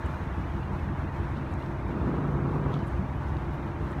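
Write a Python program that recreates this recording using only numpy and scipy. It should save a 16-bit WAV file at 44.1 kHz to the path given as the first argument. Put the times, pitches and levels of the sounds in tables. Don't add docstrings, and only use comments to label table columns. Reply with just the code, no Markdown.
import sys
import numpy as np
from scipy import signal
from scipy.fft import rfft, irfft
from scipy.io import wavfile

SR = 44100
rng = np.random.default_rng(int(sys.argv[2]) if len(sys.argv) > 2 else 0)


def put_to_file(sound):
    columns = np.atleast_2d(sound).T
    safe = np.clip(columns, -1, 1)
    whole_steps = np.round(safe * 32767)
    wavfile.write(sys.argv[1], SR, whole_steps.astype(np.int16))


N = 176400
TIME = np.arange(N) / SR
CYLINDERS = 6
IDLE_CYCLE_HZ, FAST_CYCLE_HZ = 6.122, 9.62

# time_s, gain_db
LAPPING = [(0, 2), (.3, 2), (.75, 0.2), (1.1, 1), (1.8, -0.2), (2.5, -0.5), (2.75, 0), (3.1, -1), (3.5, 0),
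           (4, 0.3)]


def from_db(db):
    return 10 ** (np.asarray(db) / 20)


def rms_one(x):
    return x / np.sqrt(np.mean(x ** 2) + 1e-20)


def follow(points):
    return np.interp(TIME, *np.transpose(points))


def puff(centre_s, half_width_s):
    return np.exp(-np.minimum(((TIME - centre_s) / half_width_s) ** 2, 50))


def drift(rate_hz):
    step, settle = 40, 2000
    pole = np.exp(-2 * np.pi * rate_hz * step / SR)
    noise = rng.standard_normal(N // step + settle + 2)
    slow = signal.lfilter([1], [1, -2 * pole, pole * pole], noise)[settle:]
    return np.interp(np.arange(N) / step, np.arange(len(slow)), rms_one(slow))


def colour(x, spectrum):
    hz, db = np.transpose(spectrum)
    bins_hz = np.maximum(np.arange(N // 2 + 1) * SR / N, 1)
    gain = from_db(np.interp(np.log(bins_hz), np.log(hz), db)) / np.maximum(bins_hz / hz[-1], 1) ** 2
    return rms_one(irfft(rfft(x) * gain, N))


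def resonate(x, hz, width_hz):
    radius = np.exp(-np.pi * width_hz / SR)
    feedback = [1, -2 * radius * np.cos(2 * np.pi * hz / SR), radius ** 2]
    return signal.lfilter(np.array([1, 0, -1]) * (1 - radius ** 2) / 2, feedback, x + 1e-18)


def far_wash():
    # frequency_hz, gain_db
    wash_spectrum = [(200, -6.5), (500, -4.5), (620, 1), (780, -0.5), (890, 4), (1100, 0), (1600, -6),
                     (2300, -17.5), (3000, -28.5), (3800, -27.5), (4700, -35), (6200, -34.5), (7500, -39.5),
                     (9300, -39.5), (10500, -44.5), (13000, -43), (16000, -50)]
    wash = from_db(-42 + 0.5 * drift(4.7)) * colour(rng.standard_normal(N), wash_spectrum)
    ripples = signal.sosfiltfilt(signal.butter(2, 1500, "high", fs=SR, output="sos"), wash)
    lapping_db = follow(LAPPING) + drift(8)
    return wash + ripples * (from_db(lapping_db) - 1)


def wind():
    # frequency_hz, gain_db
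    rumble_spectrum = [(20, -36), (30, -35), (42, -10), (65, 4), (105, -4.5), (145, -6.5), (230, -11),
                       (320, -9), (450, -24), (900, -25.5)]
    # time_s, gain_db
    gust_curve = [(0, -7), (.07, 3), (.13, -2), (.25, -0.5), (.5, 1.5), (.68, -2.5), (.77, -1), (1.0, 0),
                  (1.12, -4), (1.22, -1), (1.6, 0.5), (2.1, 0), (2.45, -3.5), (2.78, -2.5), (2.96, 1.5),
                  (3.1, 0), (3.55, 1), (3.7, -2.5), (4, -1)]
    level_db = -35.5 + follow(gust_curve) + drift(4.7)
    return from_db(level_db) * colour(rng.standard_normal(N), rumble_spectrum)


def wind_thumps():
    # centre_s, peak_db, pitch_hz
    eddies = [(0.05, -30, 74.4), (0.745, -26, 70), (0.834, -24.5, 66), (0.91, -29, 72), (0.997, -27, 64),
              (1.208, -25, 87.5), (1.324, -27, 96), (2.955, -26, 68), (2.99, -27.5, 72.1)]
    return sum(from_db(db) * puff(centre_s, 0.014) * np.sin(2 * np.pi * (hz * TIME + rng.random()))
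               for centre_s, db, hz in eddies)


def bubbles(per_s=900, t60_s=0.075):
    # pitch_hz, relative_db
    bubble_sizes = [(1200, -3.5), (1800, 2.5), (2400, -1.5), (3000, -6.5), (4000, -13), (4800, -21.5),
                    (6500, -24)]
    size_hz, size_db = np.transpose(bubble_sizes)
    when, size, phases, chance = rng.random((int(per_s * N / SR), 4)).T
    pitches_hz = size_hz[0] * (size_hz[-1] / size_hz[0]) ** size
    extra_db = 2.0 * np.minimum(-np.log(1 - chance), 3)
    gains = from_db(np.interp(np.log(pitches_hz), np.log(size_hz), size_db) + extra_db)
    age = np.arange(int(t60_s * SR * 2 / 3)) / SR
    envelope = from_db(-60 * age / t60_s) * (1 - np.exp(-age / 0.003))
    gurgle = np.zeros(N + len(age))
    for start, hz, phase, gain in zip((when * N).astype(int), pitches_hz, phases, gains):
        ring = np.sin(2 * np.pi * (phase + hz * age * (1 + age / 2)))
        gurgle[start:start + len(age)] += gain * envelope * ring
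    return from_db(-54.5 + follow(LAPPING)) * rms_one(gurgle[:N])


def water_ticks(t60_s=0.016, band_ratio=1.35):
    # start_s, peak_db, ring_hz
    tick_events = [(0.888, -32.5, 1550), (1.475, -33, 1100), (1.538, -50, 6000), (1.624, -50, 3200),
                   (1.66, -50, 4000), (2.732, -46, 3400), (2.7405, -36, 3050), (2.79, -50, 4200),
                   (3.368, -46, 3200), (3.928, -48, 3200)]
    out = np.zeros(N)
    for start_s, db, hz in tick_events:
        decay = from_db(-60 * np.clip((TIME - start_s) / t60_s, 0, 4))
        crack = rng.standard_normal(N) * (TIME >= start_s) * decay
        band = signal.butter(2, [hz / band_ratio, hz * band_ratio], "band", fs=SR, output="sos")
        tick = signal.sosfilt(band, signal.sosfilt(band, crack + 1e-18))
        out += from_db(db) * tick / np.abs(tick).max()
    return out


def splashes():
    # centre_s, level_db, centre_hz, half_width_s
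    splash_events = [(0.062, -61, 7750, 0.0035), (1.373, -62, 3600, 0.01), (1.527, -71, 9050, 0.015),
                     (2.741, -59, 5960, 0.0017), (2.745, -58, 3000, 0.039), (2.877, -64, 9200, 0.0076),
                     (2.91, -73, 7450, 0.011), (3.162, -74, 12000, .008), (3.288, -67.5, 5250, 0.013),
                     (3.369, -65, 3320, 0.0088), (3.542, -71, 13000, .012), (3.917, -66, 8300, .008)]
    out = np.zeros(N)
    for centre_s, db, hz, half_width_s in splash_events:
        width_hz = 0.54 * hz
        spray = rms_one(resonate(resonate(rng.standard_normal(N), hz, width_hz), hz, width_hz))
        out += from_db(db) * spray / (1 + ((TIME - centre_s) / half_width_s) ** 2)
    return out


def engine(cycle_hz, orders, body, knock_db, wander, uneven_db, knock_decay, fresh_share):
    cycles = np.cumsum(cycle_hz * (1 + wander * drift(2))) / SR
    hum = np.zeros(N)
    for order, db in orders:
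        amplitude = np.sqrt(2) * from_db(db + 2.0 * drift(1.94))
        hum += amplitude * np.sin(2 * np.pi * (order * cycles + rng.random()))
    knocks_per_cycle = 2 * CYLINDERS
    knock_count = cycles * knocks_per_cycle
    strengths = from_db(uneven_db * rng.standard_normal(knocks_per_cycle))
    strength = strengths[knock_count.astype(int) % knocks_per_cycle]
    rattle = rng.standard_normal(int(SR / cycle_hz))
    repeating = rattle[(cycles % 1 * len(rattle)).astype(int)]
    gas = np.sqrt(1 - fresh_share) * repeating + np.sqrt(fresh_share) * rng.standard_normal(N)
    knocks = gas * strength * np.exp(-knock_decay * (knock_count % 1))
    return hum + from_db(knock_db) * colour(knocks, body)


def fast_engine():
    # multiple_of_cycle_rate, level_db
    fast_orders = [(6, -38), (12, -42), (13, -54.5), (14, -49.5), (18, -40), (20, -43), (21, -45.5),
                   (24, -43), (27, -43.5), (29, -45.5), (32, -46), (36, -46.5), (38, -48), (42, -47),
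                   (51, -52.5)]
    # frequency_hz, gain_db
    fast_body = [(60, -19), (130, -10), (200, 3), (280, 4), (400, -0.5), (600, -5), (780, -8), (950, -3.5),
                 (1200, -6), (1700, -18), (3500, -68)]
    # time_s, gain_db
    swell_curve = [(0, -26), (1.6, -51), (1.9, -6), (2.04, -2), (2.09, -2), (2.66, -0.5), (2.76, -2.5),
                   (2.85, -12.5), (3.4, -27.5), (4, -11.5)]
    running = engine(FAST_CYCLE_HZ, fast_orders, fast_body, knock_db=-36.5,
                     wander=0.002, uneven_db=4.5, knock_decay=1.0, fresh_share=0.35)
    return from_db(follow(swell_curve)) * running


def exhaust_barks():
    # centre_s, level_db
    bark_events = [(2.089, -29.5), (2.15, -33.5), (2.199, -33.5)]
    # frequency_hz, gain_db
    bark_body = [(100, -18), (190, -3), (280, 4), (400, -3.5), (520, -7), (1100, -25), (2500, -42)]
    envelope = sum(from_db(db) * puff(centre_s, 0.019) for centre_s, db in bark_events)
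    return envelope * colour(rng.standard_normal(N), bark_body)


def pipe_boom(order=15, throb_peak_s=2.15):
    # time_s, level_db
    boom_curve = [(1.8, -52), (2.08, -49), (2.13, -32), (2.48, -31), (2.58, -33.5), (2.69, -32.5),
                  (2.78, -30.5), (2.84, -52), (3.0, -68)]
    cycles = FAST_CYCLE_HZ * (TIME - throb_peak_s)
    throb = 1 + 0.23 * np.cos(2 * np.pi * cycles + 0.25 * drift(2.2))
    tone = np.sin(2 * np.pi * order * cycles + 0.98 * drift(14.5))
    return from_db(follow(boom_curve)) * rms_one(throb * tone)


def exhaust_chugs(pitch_scatter=0.04):
    # centre_s, level_db
    chug_events = [(0.398, -33.5), (0.563, -34.5), (0.722, -36), (0.897, -34.5), (1.053, -38),
                   (1.222, -36.5), (1.378, -37), (1.68, -37), (1.97, -34), (2.84, -35), (3.005, -32),
                   (3.34, -35.5), (3.66, -35.5), (3.82, -37.5)]
    # pitch_hz, relative_db
    exhaust_modes = [(140, -11.5), (200, 0), (265, -15), (335, -6)]
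    out = np.zeros(N)
    for centre_s, db in chug_events:
        ring = np.zeros(N)
        for mode_hz, mode_db in exhaust_modes:
            hz = mode_hz * (1 + pitch_scatter * rng.standard_normal())
            ring += from_db(mode_db) * np.sin(2 * np.pi * (hz * TIME + rng.random()))
        out += from_db(db) * puff(centre_s, 0.027) * ring
    return out


def idling_diesel(first_lump_s=0.058, lope_db=1.2, throb_db=1.3):
    # multiple_of_cycle_rate, level_db
    idle_orders = [(6, -50.5), (10, -45.5), (12, -49), (13, -51.5), (15, -42.5), (16, -46.5), (21, -46.5),
                   (22, -43), (24, -48), (25, -46.5), (33, -57.5), (44, -53), (56, -49)]
    # frequency_hz, gain_db
    idle_body = [(30, -9), (58, 3), (140, 0), (205, 2.5), (230, -5.5), (330, -6.5), (400, -6.5), (500, -9),
                 (900, -21), (2000, -50), (4000, -72)]
    # time_s, gain_db
    drone_curve = [(0, -0.5), (1.2, 3), (1.8, 2.5), (3.0, 1.5), (3.4, 0.5), (3.8, 7), (4, 0)]
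    running = engine(IDLE_CYCLE_HZ, idle_orders, idle_body, knock_db=-42.5,
                     wander=0.00391, uneven_db=0.5, knock_decay=0.92, fresh_share=0.43)
    drone = signal.sosfiltfilt(signal.butter(2, [280, 450], "band", fs=SR, output="sos"), running)
    beat = 2 * np.pi * IDLE_CYCLE_HZ * (TIME - first_lump_s)
    lumps_db = lope_db * np.cos(beat) + throb_db * np.cos(beat * CYLINDERS / 2)
    return rms_one(from_db(lumps_db)) * (running + drone * (from_db(follow(drone_curve)) - 1))


def scene():
    boats = idling_diesel() + exhaust_chugs() + fast_engine() + pipe_boom() + exhaust_barks()
    near_water = bubbles() + water_ticks() + splashes()
    background = wind() + far_wash() + wind_thumps()
    return (boats + near_water + background)[None]


def record(dry):
    low_cut = signal.butter(2, 26, "high", fs=SR, output="sos")
    high_cut = signal.ellip(12, 0.1, 80, 15750, fs=SR, output="sos")
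    return signal.sosfilt(high_cut, signal.sosfilt(low_cut, dry))


dry = scene()
out = record(dry)
put_to_file(out)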